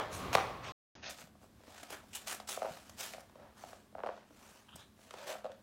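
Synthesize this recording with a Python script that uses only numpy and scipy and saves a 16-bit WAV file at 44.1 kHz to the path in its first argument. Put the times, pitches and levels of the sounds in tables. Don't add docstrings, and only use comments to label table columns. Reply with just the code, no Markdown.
import sys
import numpy as np
from scipy import signal
from scipy.fft import rfft, irfft
from scipy.io import wavfile
from scipy.ndimage import uniform_filter1d, map_coordinates

SR = 44100
rng = np.random.default_rng(int(sys.argv[2]) if len(sys.argv) > 2 else 0)


def materialize(psi):
    bounded = np.clip(np.atleast_2d(psi).T, -1, 1)
    quanta = np.round(bounded * 32767).astype(np.int16)
    wavfile.write(sys.argv[1], SR, quanta)


N = 247842
TIME = np.arange(N) / SR

# (time [s], knock level [dB], claw tick relative to knock [dB], skid duration [s])
TROT_STEPS = [(.001, -29.5, -17.5, .06), (.3305, -28.5, 4, 0), (.3515, -11.5, -4, 0), (.355, -16, -7.5, 0),
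              (.373, -22, -15.5, .014), (.3825, -23, -18, .032)]
# (time [s], knock level [dB], claw tick relative to knock [dB], skid duration [s])
PAWING = [(1.185, -52, 11.5, 0), (1.216, -45.5, 6, .018), (1.352, -51, -18, 0), (1.43, -51, -20, 0),
          (1.441, -48, -17, 0), (1.636, -51, -0.5, 0), (1.679, -46, -19, 0), (1.903, -38, -20, 0),
          (2.4, -36, -0.5, 0), (2.574, -26.5, -28, 0), (2.619, -22, -17.5, .014), (2.646, -26, -29, .045),
          (3.136, -37.5, 5.5, 0), (3.146, -38, -5, 0), (3.181, -37, -27, 0), (3.296, -51, -5, 0),
          (3.355, -42, -11, 0), (3.637, -32, -15, 0), (3.73, -37.5, -10, 0), (3.951, -31, -41, 0),
          (3.982, -32, -36, .012), (4.003, -34.5, -36, 0), (4.035, -25.5, -22.5, .012),
          (4.062, -24.5, -18, .014), (4.089, -27.5, -30, .013), (4.177, -45, -19, 0), (4.306, -50, -9, 0),
          (4.758, -43.5, -10, 0), (5.108, -45, 8, 0), (5.139, -35.5, -4, 0), (5.188, -44, -17, 0),
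          (5.351, -32, -25, 0), (5.444, -28, -14, .022), (5.495, -45, -16, 0), (5.518, -48.5, 5, 0)]
# (crest time [s], length [s], level [dB], low body relative to level [dB], top sheen relative to level [dB])
FLOOR_SCUFFS = [(.005, 0.12, -48, 18, -15), (.168, .11, -47.5, -5, 0), (.344, 0.033, -35.5, -16, -5),
                (.395, 0.15, -46.5, 12.5, -18), (.675, 0.085, -44, -0.5, -28)]
# (crest time [s], length [s], level [dB], low body relative to level [dB], top sheen relative to level [dB])
CLOTH_STROKES = [(.96, 0.084, -59, 5, 2), (1.072, 0.093, -43.5, -4, -4.5), (1.11, 0.029, -48.5, 1.5, 6.5),
                 (1.21, 0.07, -56.5, 1.5, 3), (1.44, .05, -71.5, 11, 7), (1.79, 0.28, -56.5, 2.5, -2.5),
                 (1.935, 0.07, -51, 8.5, 1.5), (2.139, .016, -46, -14, -3), (2.161, 0.025, -41, -5, 5),
                 (2.22, 0.23, -59.5, 3.5, 3.5), (2.283, 0.035, -44, -1.5, 5),
                 (2.322, 0.058, -43.5, 1.5, 4.5), (2.518, 0.083, -41.5, -1, 3.5),
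                 (2.73, 0.33, -56, -0.5, 0), (3.04, 0.12, -44, -1, 3), (3.2, 0.039, -67, 14, 6),
                 (3.43, 0.18, -71.5, 17.5, -24), (3.62, 0.11, -60, 7.5, 1.5), (3.71, 0.17, -62, 4, 2),
                 (4.49, 0.34, -62.5, 5, 2), (4.8, 0.088, -59, -6, -3.5), (5.06, .17, -64, 3, 2),
                 (5.245, 0.19, -54, 7, -4), (5.303, .07, -43.5, 7.5, -0.5)]
# (time [s], level [dB], top sheen relative to level [dB])
CREASE_SNAPS = [(1.033, -54, -5), (1.833, -43, -1), (1.907, -47.5, 6.5), (2.267, -47, -4),
                (2.349, -47, 10.5), (2.898, -49, 3.5), (3.208, -54.5, 6), (4.761, -61.5, 19)]
# (time [s], envelope peak [dB], pitch [Hz])
BODY_BUMPS = [(1.24, -49.5, 167), (1.678, -53, 267), (1.83, -51, 302), (2.685, -49, 248), (2.708, -46, 149),
              (4.306, -53.5, 290), (4.749, -48, 178)]
# (crest time [s], half-width to 1/e [s], level [dB])
PAD_SLIDES = [(3.43, 0.041, -66), (5.21, 0.067, -56), (5.303, 0.036, -44.5), (5.457, 0.01, -41.5),
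              (5.5, 0.019, -55.5)]
# (crest time [s], half-width to 1/e [s], level [dB])
WEAVE_TUGS = [(4.691, .005, -64), (4.73, 0.03, -61), (4.804, 0.022, -61.5), (4.845, 0.03, -68.5)]

# (frequency [Hz], relative level [dB])
OPEN_BOARDS = [(40, -38.5), (70, -21.5), (120, -13), (300, -14), (450, -8.5), (580, -3), (750, 3),
               (850, -11), (960, 0), (1350, -5.5), (1550, -22.5), (2700, -13.5), (4500, -30.5), (9000, -41)]
# (frequency [Hz], relative level [dB])
DUVET_BOARDS = [(60, -42), (110, -29), (220, -11), (400, -4.5), (560, -2), (700, 3.5), (900, -6.5),
                (1300, -9), (1750, -19.5), (3000, -29), (8000, -85)]
# (frequency [Hz], relative level [dB])
CLAW_SPECTRUM = [(400, -10), (1200, 6.5), (3500, 3.5), (5500, -2.5), (8000, -7), (15500, -22)]
# (frequency [Hz], relative level [dB])
RUBBING_SPECTRUM = [(90, -31), (200, -18), (400, -5.5), (680, 2), (1000, -1), (1600, -1), (2100, -3.5),
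                    (2800, -2), (4000, -5), (6200, -5.5), (8000, -6.5), (9200, -10), (15500, -16)]
# (frequency [Hz], relative level [dB])
TROT_ROOM = [(25, -27.5), (50, -3.5), (75, 4), (120, 2), (290, -5), (550, -4.5), (900, -8), (1150, -3),
             (1400, -12), (1600, -13.5), (3500, -19.5), (5500, -29), (9000, -36.5), (15500, -37.5)]
# (frequency [Hz], relative level [dB])
BED_ROOM = [(15, -23), (25, -16), (82, 3), (152, -5), (221, 0), (410, -9), (684, -18), (1140, -16),
            (1270, -20.5), (1530, -18), (2360, -25.5), (3170, -23.5), (6730, -28.5), (7910, -28.5),
            (15500, -32.5)]

SILENCE_START_S, SILENCE_END_S = .721, .953
LOW_PASS_UNTIL_S, LOW_PASS_HZ = 1.095, 6700
TOP_HZ = 15800
BED_ROOM_DB = -64
CATCH_S, CATCH_JITTER, CATCH_DB, CATCH_FADE_DB_PER_S = .0095, .15, -3, -120
TOUCHES_PER_S, TOUCH_DB, TOUCH_SPREAD_DB, TOUCH_CLAW_DB = 5.7, -51.5, 2.5, -10
STROKE_RISE = 0.48
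GENTLE_DB, ABRUPT_POWER_PER_DB, RELEASE_POWER = -52.5, 0.34, 1.11
SNAP_S, SNAP_BODY_DB = 0.0067, 2
DRAG_LAG_S, DRAG_S, DRAG_DB, DRAG_BODY_DB, DRAG_SHEEN_DB = .075, 0.16, -40, 7, -33
SLIDE_HZ, SLIDE_WIDTH_HZ = 580, 150
TUG_START_HZ, TUG_RISE_HZ_PER_S = 2960, 5000
WHIR_HZ, WHIR_WAVER, WHIR_DB = 1112, 0.039, -56
HUM_HZ, HUM_DB = 212.5, -72


def undb(db):
    return 10 ** (np.asarray(db) / 20)


def unit(x):
    return x / np.sqrt(np.mean(x ** 2))


def response(points, hz):
    f, db = np.transpose(points)
    return undb(np.interp(np.log(hz + 1), np.log(f), db))


def colour(x, points):
    hz = np.fft.rfftfreq(len(x), 1 / SR)
    return irfft(rfft(x) * response(points, hz), len(x))


def split(x, hz):
    low_pass = signal.butter(2, min(hz, SR / 3), fs=SR, output="sos")
    low = signal.sosfiltfilt(low_pass, x)
    return low, x - low


def walk(rate):
    hold = max(int(SR / rate), 1)
    levels = np.repeat(rng.standard_normal(N // hold + 1), hold)
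    return unit(uniform_filter1d(levels, hold)[:N])


def add(track, s, sound):
    start = int(s * SR)
    part = sound[max(-start, 0):N - start]
    track[max(start, 0):max(start, 0) + len(part)] += part


def skids(table):
    contacts = []
    for s, db, claw_db, skid_s in table:
        intervals = CATCH_S * np.exp(CATCH_JITTER * rng.standard_normal(size=10))
        lags = np.cumsum(intervals)
        contacts.append((s, db, claw_db))
        for lag in lags[lags < skid_s]:
            contacts.append((s + lag, db + CATCH_DB + CATCH_FADE_DB_PER_S * lag, claw_db))
    return contacts


def knock(boards, travel_s, rebound, size=2048):
    hz = np.fft.rfftfreq(size, 1 / SR)
    centre_hz, fastest_hz = 600, 5000
    slowness = np.sqrt(centre_hz / (hz + 1)) - np.sqrt(centre_hz / fastest_hz)
    delay = travel_s * np.maximum(slowness, 0)
    phase = 2 * np.pi * np.cumsum(delay) * SR / size
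    spot = np.exp(0.082 * rng.standard_normal())
    return_s = rng.uniform(0.0012, 0.002175)
    back = rebound * np.exp(-2j * np.pi * hz * return_s - (hz / 1500) ** 2)
    spectrum = response(boards, hz * spot) * np.exp(-1j * phase) * (1 + back)
    wave = np.roll(irfft(spectrum), size // 2)
    return np.hanning(size) * wave / np.abs(wave).max()


def tick(decay_s, scratch=.45, size=1024):
    t = np.arange(size) / SR
    touch_s = .0003
    envelope = np.exp(-t / touch_s) + scratch * np.exp(-t / decay_s)
    burst = rng.choice([-1, 1], size) * envelope
    wave = colour(np.pad(burst, (size // 64, 0)), CLAW_SPECTRUM)
    return wave / np.abs(wave).max()


def paws(contacts, boards, travel_s, rebound, tick_s, knock_db, tick_db):
    out = np.zeros(N)
    for s, db, claw_db in contacts:
        wave = knock(boards, travel_s * np.exp(.15 * rng.standard_normal()), rebound)
        add(out, s - len(wave) / 2 / SR, undb(db + knock_db) * wave)
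        add(out, s, undb(db + claw_db + tick_db) * tick(tick_s))
    return out


def folds(x, depth_db, rate, count=60, size=256):
    hz, s, spectra = signal.stft(x, SR, nperseg=size)
    place = np.meshgrid(np.sqrt(hz / hz[-1]) * count, s * rate, indexing="ij")
    chance = rng.standard_normal((count + 1, len(s)))
    gain = undb(depth_db * map_coordinates(chance, place, order=1, mode="mirror"))
    return signal.istft(spectra * gain, SR, nperseg=size)[1][:N]


def rubbing(table, slips_per_s, spread_db, hiss_db, catch_db, fold_db, body_hz, sheen_hz):
    slipping = rng.random(N) < slips_per_s / SR
    slip_db = spread_db * np.minimum(rng.exponential(size=N), 3)
    slips = slipping * undb(slip_db) * rng.choice([-1, 1], N)
    friction = unit(slips) + undb(hiss_db) * rng.standard_normal(N)
    catching = friction * undb(catch_db * walk(220))
    rustle = unit(folds(colour(catching, RUBBING_SPECTRUM), fold_db, rate=35, count=44))
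    body, rest = split(rustle, body_hz)
    swish, sheen = split(rest, sheen_hz)
    t, power = TIME[::20], 0
    for s, length, db, body_db, sheen_db in table:
        rise, fall = STROKE_RISE * length, (1 - STROKE_RISE) * length
        gap = np.abs(t - s)
        onset_power = 2 + ABRUPT_POWER_PER_DB * max(db - GENTLE_DB, 0)
        fade = np.where(t < s, (gap / rise) ** onset_power, (gap / fall) ** RELEASE_POWER)
        speed = np.exp(-fade.clip(max=20))
        weights = undb(db + np.array([body_db, 0, sheen_db]))[:, None]
        power = power + (weights * speed) ** 2
    registers = zip(power, (body, swish, sheen))
    return sum(np.interp(TIME, t, np.sqrt(p)) * register for p, register in registers)


def room(x, wet_db, t60_low, t60_high, treble_db, gap_s):
    t = TIME[:SR]
    low, high = split(rng.standard_normal(SR), 3200)
    low_tail = low * np.exp(-np.log(1000) * t / t60_low)
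    high_tail = undb(treble_db) * high * np.exp(-np.log(1000) * t / t60_high)
    tail = (low_tail + high_tail) * np.clip(t / gap_s - 1, 0, 1)
    tail /= np.sqrt(SR * t60_low / (2 * np.log(1000)))
    return x + undb(wet_db) * signal.fftconvolve(x, tail)[:N]


def narrow_noise(hz, width_hz):
    phase = 2 * np.pi * np.cumsum(hz * np.ones(N)) / SR
    return walk(width_hz) * np.cos(phase) + walk(width_hz) * np.sin(phase)


def whir():
    return undb(WHIR_DB) * narrow_noise(WHIR_HZ * (1 + WHIR_WAVER * walk(5)), width_hz=25)


def background(points, db, waver_db):
    return unit(colour(rng.standard_normal(N), points)) * undb(db + waver_db * walk(6))


def trotting():
    steps = paws(skids(TROT_STEPS), OPEN_BOARDS, travel_s=0.00277, rebound=0.12,
                 tick_s=0.00078, knock_db=0.0, tick_db=2.5)
    scuffs = rubbing(FLOOR_SCUFFS, slips_per_s=7700, spread_db=0.5, hiss_db=1.5, catch_db=1.0,
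                     fold_db=4.5, body_hz=1500, sheen_hz=5620)
    sound = room(steps + scuffs, wet_db=-6.5, t60_low=0.63, t60_high=.5, treble_db=-1.0, gap_s=0.0072)
    return sound + whir() + background(TROT_ROOM, db=-48.5, waver_db=2.2)


def hum():
    return undb(HUM_DB) * narrow_noise(HUM_HZ, width_hz=9)


def cloth_moves():
    snaps = [(s, SNAP_S, db, SNAP_BODY_DB, sheen_db) for s, db, sheen_db in CREASE_SNAPS]
    drags = [(s + DRAG_LAG_S, DRAG_S, db + DRAG_DB, DRAG_BODY_DB, DRAG_SHEEN_DB)
             for s, db, _, _ in PAWING]
    return CLOTH_STROKES + snaps + drags


def touches(count=40):
    times = SILENCE_END_S + np.cumsum(rng.exponential(1 / TOUCHES_PER_S, count))
    levels = TOUCH_DB + TOUCH_SPREAD_DB * rng.standard_normal(count)
    return [(s, db, TOUCH_CLAW_DB) for s, db in zip(times, levels) if s < TIME[-1]]


def bumps(swell_s):
    out, t = np.zeros(N), TIME[:SR // 4]
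    envelope = t / swell_s * np.exp(1 - t / swell_s)
    for s, db, hz in BODY_BUMPS:
        add(out, s, undb(db) * envelope * np.sin(2 * np.pi * hz * t))
    return out


def swells(table):
    return sum(undb(db) * np.exp(-(((TIME - s) / length) ** 2).clip(max=20)) for s, length, db in table)


def slides():
    return narrow_noise(SLIDE_HZ, SLIDE_WIDTH_HZ) * swells(PAD_SLIDES)


def tug(width_hz, flicker_db, hollow_hz, hollow_db):
    pull_s = np.clip(TIME - WEAVE_TUGS[0][0], 0, .5)
    ribs = narrow_noise(TUG_START_HZ + TUG_RISE_HZ_PER_S * pull_s, width_hz)
    padding = undb(hollow_db) * narrow_noise(hollow_hz, width_hz)
    return (ribs + padding) * undb(flicker_db * walk(70)) * swells(WEAVE_TUGS)


def burrowing():
    knocks = paws(skids(PAWING) + touches(), DUVET_BOARDS, travel_s=0.00447, rebound=0.97,
                  tick_s=0.0063, knock_db=-2.5, tick_db=-1.5)
    cloth = rubbing(cloth_moves(), slips_per_s=2600, spread_db=2.5, hiss_db=-2.5, catch_db=1.87,
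                    fold_db=2.5, body_hz=1610, sheen_hz=5870)
    zipping = tug(width_hz=1050, flicker_db=2.0, hollow_hz=1263, hollow_db=-3.5)
    contacts = knocks + cloth + bumps(swell_s=0.0031) + slides() + zipping
    sound = room(contacts, wet_db=-5.5, t60_low=0.32, t60_high=0.26, treble_db=-3.5, gap_s=0.0049)
    return sound + background(BED_ROOM, db=BED_ROOM_DB, waver_db=1.83) + hum()


def scene():
    digging = burrowing()
    low_pass = signal.ellip(8, .1, 50, LOW_PASS_HZ, fs=SR, output="sos")
    without_treble = signal.sosfiltfilt(low_pass, digging)
    burrow = np.where(TIME < LOW_PASS_UNTIL_S, without_treble, digging)
    sound = trotting() * (TIME < SILENCE_START_S) + burrow * (TIME > SILENCE_END_S)
    return np.array([sound, sound])


def record(dry):
    return signal.sosfilt(signal.ellip(10, .2, 70, TOP_HZ, fs=SR, output="sos"), dry)


dry = scene()
out = record(dry)
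materialize(out)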